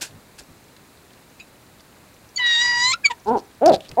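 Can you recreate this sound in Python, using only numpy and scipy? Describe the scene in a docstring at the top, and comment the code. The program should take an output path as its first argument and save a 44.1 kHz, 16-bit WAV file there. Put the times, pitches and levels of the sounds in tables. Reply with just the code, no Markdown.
"""Two barred owls at a nest box in a still wood at night, over steady air and microphone hiss.
Feathers brush the box, claws and twigs tick, and something chips faintly in the distance. At 2.4 s
one owl gives a thin, rising wail that breaks into squeaks. From 3.3 s three low, arched hoots follow,
while claws scrape on the wood. The trees return a faint echo of the owls."""
import sys
import numpy as np
from scipy import signal
from scipy.fft import rfft, irfft, next_fast_len
from scipy.io import wavfile

SR = 44100
rng = np.random.default_rng(int(sys.argv[2]) if len(sys.argv) > 2 else 0)


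def to_wav(sig):
    """Store sig (one row per channel, or 1-D mono) as 16-bit WAV at the path in sys.argv[1].

    Samples outside -1..1 are clipped; the rate is SR.
    """
    pcm = np.clip(np.atleast_2d(sig), -1, 1) * 32767
    pcm = np.round(pcm).astype(np.int16)
    wavfile.write(sys.argv[1], SR, pcm.T)  # frames by channels


N = 176400

# course of the wail: time_s, pitch_hz, second_harmonic_db, fundamental_db, resonance_db, treble_db
WAIL_CURVE = [(2.385, 1027, -28, -66, -38, -43), (2.399, 995.5, -23, -35, -26.5, -48),
              (2.417, 986, -23.5, -37, -28, -69), (2.447, 964, -19, -77.5, -22, -82),
              (2.467, 958.6, -19, -72, -20, -40), (2.515, 946, -21, -86.5, -20, -39),
              (2.573, 933, -25.5, -40, -19, -38.5), (2.617, 962, -19.5, -75, -19.5, -29),
              (2.633, 972.5, -21.5, -36.5, -23.5, -35), (2.733, 962.4, -20.5, -31, -28, -43.5),
              (2.799, 963, -22, -28.5, -26.5, -34.5), (2.859, 1000, -24, -28, -20, -29.5),
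              (2.918, 1056, -24.5, -28.5, -24, -24.5)]
# sliding upper throat resonance of the wail: time_s, centre_hz
WAIL_RESONANCE = [(2.39, 3050), (2.41, 3480), (2.44, 3930), (2.55, 4020), (2.60, 3910), (2.635, 4440),
                  (2.72, 4530), (2.79, 4520), (2.85, 4320), (2.91, 4030)]
# colour of the wail's top harmonics: frequency_hz, gain_db
WAIL_TREBLE_COLOUR = [(4800, -14), (5700, 1.5), (6700, -2.5), (7300, 10), (7800, -7.5), (8500, -14.5),
                      (9300, -44), (11000, -61)]
# air rushing through the wail, in its low, upper throat and treble bands: frequency_hz, gain_db
LOW_BREATH = [(200, -38), (600, -15), (1000, 1), (1300, -6.5), (1600, -3), (2100, -0.5), (2900, -8.5),
              (4000, -25), (9000, -54)]
UPPER_BREATH = [(1500, -29), (3000, 5), (3800, 12), (4600, -18.5), (5500, -17), (8000, -30), (9500, -30),
                (15000, -55)]
TREBLE_BREATH = [(3000, -22.5), (5500, -6.5), (7000, 4), (8400, -6.5), (9300, -20), (15000, -26)]
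# cracks of the voice:
# start_s, length_s, first_hz, last_hz, level_db, peak_hz, fall_db_per_octave, roughness (0-1)
SQUEAK_NOTES = [(2.357, 0.012, 2270, 2280, -21, 5600, 7, 0.02),
                (2.367, 0.012, 2317, 2244, -16, 4500, 22, 0.15),
                (2.911, 0.026, 1088, 1202, -20.5, 2300, 9, 0.27),
                (2.925, .018, 1240, 1330, -17, 3300, 14, 0.42),
                (2.927, .026, 1237, 1438, -21, 1350, 35, 0.09),
                (3.03, 0.024, 1760, 1560, -33.5, 1700, 24, 0),
                (3.038, 0.024, 2540, 2225, -12, 2350, 15.5, 0.05),
                (3.045, 0.028, 2328, 2254, -10, 2300, 4.5, 0.24),
                (3.068, 0.024, 1480, 1225, -38, 1300, 20, .3),
                (3.093, 0.032, 1033, 902, -21.5, 1000, 11, .6)]
# rasping air in a squeak: frequency_hz, gain_db
RASP_COLOUR = [(400, -15.5), (1500, -14.5), (3300, 3), (4500, -15), (5800, -30), (7200, -7), (9000, -30),
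               (15000, -40)]
# course of each hoot: time_s, pitch_hz, level_db
FIRST_HOOT = [(3.26, 183.3, -35.5), (3.278, 211.7, -20.5), (3.3, 222.7, -14.5), (3.32, 245.7, -17),
              (3.334, 256.5, -21), (3.348, 236, -18.5), (3.364, 210.7, -18.5), (3.382, 166.3, -29),
              (3.4, 154, -43)]
SECOND_HOOT = [(3.612, 213, -35), (3.62, 222.6, -16.5), (3.64, 293.6, -13), (3.668, 332, -8),
               (3.684, 378, -8), (3.7, 327.5, -8.5), (3.71, 292.2, -10.5), (3.73, 217.5, -17),
               (3.742, 195.3, -15.5), (3.77, 170, -38)]
THIRD_HOOT = [(3.968, 216.2, -52), (3.974, 216.5, -18.5), (3.983, 239.8, -15.5), (4.0, 287.7, -9)]
# throat resonances of each hoot: frequency_hz, gain_db
FIRST_THROAT = [(60, -25), (170, -19), (250, 3), (450, 7.5), (640, -11), (760, 6.5), (900, 7.5),
                (1020, -0.5), (1150, -22), (1400, -13.5), (1900, -37), (4000, -40), (9000, -87)]
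SECOND_THROAT = [(60, -38), (190, -12.5), (340, -8.5), (450, 0), (650, 0.5), (760, 0), (900, -14.5),
                 (1080, -25.5), (1400, -25), (1900, -38.5), (3000, -43), (9000, -80)]
THIRD_THROAT = [(60, -31), (240, -8.5), (500, 3), (760, 10.5), (1000, -3), (1300, -33), (1900, -28),
                (4000, -55), (9000, -87)]
# feathers brushing past bark and box: start_s, attack_s, decay_s, level_db
FEATHER_BRUSHES = [(.008, 0.014, 0.022, -25), (0.38, 0.012, 0.014, -38)]
# colour of rubbing on wood: frequency_hz, gain_db
FRICTION_COLOUR = [(40, -36), (200, -1), (900, -3.5), (1250, -11.5), (1580, 7.5), (2000, -6), (2650, 2.5),
                   (3300, -2.5), (4500, 3), (5800, 0), (7200, 0.5), (10000, -5), (15000, -19)]
# claws scraping the box: start_s, length_s, level_db, ring_hz
CLAW_SCRAPES = [(3.266, 0.041, -46.5, 4800), (3.365, 0.046, -45, 5100), (3.67, 0.025, -35, 5100),
                (3.715, 0.052, -29.5, 3970), (3.804, 0.091, -50, 3360)]
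# ticks of claws and twigs: start_s, level_db, ring_hz
CLAW_TICKS = [(0.765, -43.5, 3930), (1.805, -44, 4750), (2.245, -52, 2490), (3.660, -16, 5000),
              (3.695, -25, 4300), (3.743, -28, 4070), (3.806, -37, 3200), (3.891, -34.5, 4960),
              (3.915, -35, 2480)]
# air pushed by the wings: start_s, length_s, level_db
WING_PUFFS = [(.09, .12, -46.5), (.39, 0.044, -46.5), (.48, 0.052, -48), (2.526, 0.37, -50),
              (2.779, 0.19, -46), (3.24, 0.18, -40.5), (3.617, 0.196, -38), (3.878, 0.084, -41)]
# colour of that air: frequency_hz, gain_db
WING_COLOUR = [(25, -10.5), (90, -2), (150, -2), (300, -9.5), (700, -16), (2000, -33), (6000, -89)]
# partials of the distant chip: frequency_hz, gain_db
CHIP_PARTIALS = [(2570, 4), (3900, -3), (4845, -11), (6950, -7)]
# night air and microphone hiss: frequency_hz, gain_db
HISS_COLOUR = [(15, -53), (25, -7.5), (104, 3.5), (156, 1), (233, 1), (2170, -10.5), (2560, -12),
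               (3170, -16.5), (4040, -12.5), (5580, -18.5), (7100, -16.5), (15500, -21.5)]

TICK_DECAY_S, TICK_WIDTH_HZ = .004, 1200  # claws, twigs and undergrowth alike


def undb(db):
    """Decibels to gain."""
    return 10 ** (np.asarray(db) / 20)


def unit(x):
    """Scale to rms 1."""
    return x / np.sqrt(np.mean(x ** 2) + 1e-20)


def gain_at(colour, hz):
    """Gain of a (frequency_hz, gain_db) table at any frequency."""
    f, db = np.array(colour, float).T
    return undb(np.interp(np.log(np.maximum(hz, 1)), np.log(f), db))


def resonance(hz, centre_hz, width_hz):
    """Gain of a single resonant peak."""
    return 1 / (1 + (2 * (hz - centre_hz) / width_hz) ** 2)


def noise(size, shape):
    """Noise near rms 1 whose spectrum is shape(hz)."""
    n = next_fast_len(size + 2048)
    spectrum = rfft(rng.standard_normal(n))
    hz = np.arange(len(spectrum)) * SR / n
    return unit(irfft(spectrum * shape(hz), n))[:size]


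def coloured(size, colour):
    """Noise shaped by a (frequency_hz, gain_db) table."""
    return noise(size, lambda f: gain_at(colour, f))


def wobble(size, rate_hz):
    """Random unsteadiness up to a rate."""
    return noise(size, lambda f: 1 / (1 + (f / rate_hz) ** 4))


def add(out, start_s, x):
    """Mix a sound in at a time."""
    i = max(int(start_s * SR), 0)
    out[i:i + len(x)] += x[:max(N - i, 0)]


def follow(curve, fade_s):
    """Times, a gate with soft ends, and every column of a control curve."""
    times, *columns = np.array(curve, float).T
    t = np.arange(times[0] - fade_s, times[-1] + fade_s, 1 / SR)
    edge_s = np.minimum(t - t[0], t[-1] - t)
    gate = np.sin(np.pi / 2 * np.clip(edge_s / fade_s, 0, 1)) ** 2
    return t, gate, [np.interp(t, times, column) for column in columns]


def voiced(waves, gains):
    """Weighted sum of harmonics at rms 1."""
    return (waves * gains).sum(0) / np.sqrt((gains ** 2).sum(0) / 2 + 1e-20)


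def syrinx(hz, jitter, count, rate_hz):
    """A membrane with unsteady pitch: its harmonics' frequencies and waves, and its phase."""
    k = np.arange(1, count + 1)[:, None]
    unsteady_hz = hz * (1 + jitter * wobble(len(hz), rate_hz))
    phase = 2 * np.pi * np.cumsum(unsteady_hz) / SR
    return k * hz, np.sin(k * phase) * (k * hz < SR / 2), phase


def wail():
    """A high, clear tone with a strong second harmonic; a throat resonance slides over the upper ones."""
    flutter_rad, third_harmonic_db, patchy_db, shimmer = .032, -18, 3.5, .08
    t, gate, (hz, second_db, fundamental_db, upper_db, treble_db) = follow(WAIL_CURVE, fade_s=.008)
    n = len(t)
    harmonic_hz, _, phase = syrinx(hz, jitter=.0035, count=10, rate_hz=190)
    # a weak second vibration sways the cycle
    flutter = flutter_rad * noise(n, lambda f: resonance(f, centre_hz=344, width_hz=140))
    waver = undb([wobble(n, rate_hz=47) for _ in harmonic_hz])  # about 1 dB, each on its own
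    waves = np.sin(harmonic_hz / hz * (phase + flutter)) * waver
    core = waves[1] + undb(third_harmonic_db) * waves[2]
    tone = np.sqrt(2) * (undb(fundamental_db) * waves[0] + undb(second_db) * core)
    centre_hz = np.interp(t, *np.array(WAIL_RESONANCE).T)
    tone += undb(upper_db) * voiced(waves, resonance(harmonic_hz, centre_hz, width_hz=570))
    patchy = undb([patchy_db * wobble(n, rate_hz=25) for _ in harmonic_hz])
    tone += undb(treble_db) * voiced(waves, gain_at(WAIL_TREBLE_COLOUR, harmonic_hz) * patchy)
    bands = (LOW_BREATH, second_db - 21), (UPPER_BREATH, upper_db - 19), (TREBLE_BREATH, treble_db - 12)
    breath = sum(undb(db) * coloured(n, colour) for colour, db in bands)
    breath *= 1 + .5 * np.sin(phase)  # pulses with each cycle
    tone *= 1 + shimmer * wobble(n, rate_hz=68)
    out = np.zeros(N)
    add(out, t[0], gate * (tone + breath))
    return out


def squeaks():
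    """The voice cracks into short gliding notes; rough ones rasp and alternate long and short cycles."""
    rise_db_per_octave, top_hz, rasp_db, ring_s = 24.5, 7450, -5.5, .0035
    pole = np.exp(-1 / (ring_s * SR))
    out = np.zeros(N)
    for start, length, first_hz, last_hz, db, peak_hz, fall, rough in SQUEAK_NOTES:
        n = int(2 * length * SR)  # room to ring out
        progress = np.minimum(np.arange(n) / (length * SR), 1)
        hz = first_hz + (last_hz - first_hz) * progress
        harmonic_hz, _, phase = syrinx(hz, jitter=rough * .063, count=9, rate_hz=1100)
        uneven_phase = phase + rough * .29 * np.sin(phase / 2)
        waves = np.sin(harmonic_hz / hz * uneven_phase)
        octaves = np.log2(harmonic_hz / peak_hz)
        gains = undb(np.minimum(rise_db_per_octave * octaves, -fall * octaves))
        gains /= 1 + (harmonic_hz / top_hz) ** 14
        rasp = rough * undb(rasp_db) * coloured(n, RASP_COLOUR)
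        envelope = signal.lfilter([1 - pole], [1, -pole], np.sin(np.pi * progress) ** 2)
        add(out, start, undb(db) * envelope * (voiced(waves, gains) + rasp))
    return out


def hoots():
    """Low, hollow barks: the pitch arches, clean on the way up and growling on the way down."""
    growl_onset_s, breath_db, growl_breath_db = .036, -22, -7
    calls = (FIRST_HOOT, FIRST_THROAT), (SECOND_HOOT, SECOND_THROAT), (THIRD_HOOT, THIRD_THROAT)
    out = np.zeros(N)
    for curve, throat in calls:
        t, gate, (hz, db) = follow(curve, fade_s=.00404)
        growl = np.clip((t - t[np.argmax(hz)]) / growl_onset_s, 0, 1) ** 2
        harmonic_hz, waves, _ = syrinx(hz, jitter=.01 + .042 * growl, count=16, rate_hz=150)
        shimmer = 1 + (.11 + .28 * growl) * wobble(len(t), rate_hz=130)
        tone = voiced(waves, gain_at(throat, harmonic_hz)) * shimmer
        breath = (undb(breath_db) + growl * undb(growl_breath_db)) * coloured(len(t), throat)
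        add(out, t[0], gate * undb(db) * (tone + breath))
    return out


def feathers():
    """Feathers brush bark and box in grainy swishes that swell and die away."""
    grain_db = 1.5
    out, t = np.zeros(N), np.arange(SR // 5) / SR
    for start, attack, decay, db in FEATHER_BRUSHES:
        envelope = np.minimum(t / attack, 1) * np.exp(-np.maximum(t - attack, 0) / decay)
        grain = unit(undb(grain_db * wobble(len(t), rate_hz=410)))
        add(out, start, undb(db) * envelope * grain * coloured(len(t), FRICTION_COLOUR))
    return out


def wood_contact(size, ring_hz, width_hz, friction_db):
    """Noise of touched wood: one ring over broad friction."""
    friction = undb(friction_db)
    return noise(size, lambda f: resonance(f, ring_hz, width_hz) + friction * gain_at(FRICTION_COLOUR, f))


def claw_scrapes():
    """Claws catch and slip on the box in uneven grains."""
    grain_db = 4
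    out = np.zeros(N)
    for start, length, db, ring_hz in CLAW_SCRAPES:
        n = int(length * SR)
        grain = unit(undb(grain_db * wobble(n, rate_hz=440)))
        rub = wood_contact(n, ring_hz, width_hz=1750, friction_db=-17.5)
        add(out, start, undb(db) * np.sin(np.linspace(0, np.pi, n)) * grain * rub)
    return out


def claw_ticks():
    """Claws and twigs tick dryly: a broad crack with a very short ring."""
    out, t = np.zeros(N), np.arange(SR // 20) / SR
    for start, db, ring_hz in CLAW_TICKS:
        crack = wood_contact(len(t), ring_hz, TICK_WIDTH_HZ, friction_db=-17)
        add(out, start, undb(db) * np.exp(-t / TICK_DECAY_S) * crack)
    return out


def wing_puffs():
    """The wings push low, soft puffs of air."""
    out = np.zeros(N)
    for start, length, db in WING_PUFFS:
        n = int(length * SR)
        add(out, start, undb(db) * np.sin(np.linspace(0, np.pi, n)) * coloured(n, WING_COLOUR))
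    return out


def among_trees(direct):
    """At the microphone: the direct sound, a near echo off trunk and ground, and dull tree scatter."""
    echo_s, echo_db, scatter_db, t60_s, dull_hz = .019, -14.5, -30.5, .28, 1490
    t = np.arange(SR) / SR
    tail = noise(SR, lambda f: 1 / (1 + (f / dull_hz) ** 4)) * np.exp(-np.log(1000) * t / t60_s)
    scatter = undb(scatter_db) * tail / np.sqrt(np.sum(tail ** 2))
    dulled = signal.lfilter(*signal.butter(1, dull_hz, fs=SR), direct)
    out = direct + signal.fftconvolve(direct, scatter)[:N]
    add(out, echo_s, undb(echo_db) * dulled)
    return out


def distant_chip():
    """A small pitched chip, far from the microphone, that dies at once."""
    start_s, level_db, attack_s, decay_s, width_hz = 1.398, -32.5, .0022, .013, 210
    out, t = np.zeros(N), np.arange(SR // 10) / SR
    ring = noise(len(t), lambda f: sum(undb(db) * resonance(f, hz, width_hz) for hz, db in CHIP_PARTIALS))
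    envelope = np.minimum(t / attack_s, 1) * np.exp(-t / decay_s)
    add(out, start_s, undb(level_db) * envelope * ring)
    return out


def undergrowth():
    """Leaves and twigs give tiny random crackles, a few louder than the rest."""
    crackles_per_s = 24
    out, t = np.zeros(N), np.arange(SR // 30) / SR
    for when, faintness, pitch in rng.random((int(crackles_per_s * N / SR), 3)):
        ring_hz = 1500 * 5 ** pitch
        level_db = -56 - 2.5 * np.log(faintness + .017)
        ring = noise(len(t), lambda f: resonance(f, ring_hz, TICK_WIDTH_HZ))
        add(out, when * N / SR, undb(level_db) * np.exp(-t / TICK_DECAY_S) * ring)
    return out


def night_hiss():
    """The steady bed of night air and microphone hiss."""
    return undb(-50.5) * coloured(N, HISS_COLOUR)


def scene():
    """The owls at their box and the wood around them, on one microphone."""
    owls = wail() + squeaks() + hoots() + feathers() + claw_scrapes() + claw_ticks() + wing_puffs()
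    hiss = night_hiss()
    return (among_trees(owls) + hiss + distant_chip() + undergrowth())[None]


def record(dry):
    """The camera cuts the top of the treble."""
    top_hz = 15750
    return signal.sosfilt(signal.ellip(10, .2, 80, top_hz, fs=SR, output="sos"), dry)


dry = scene()
out = record(dry)
to_wav(out)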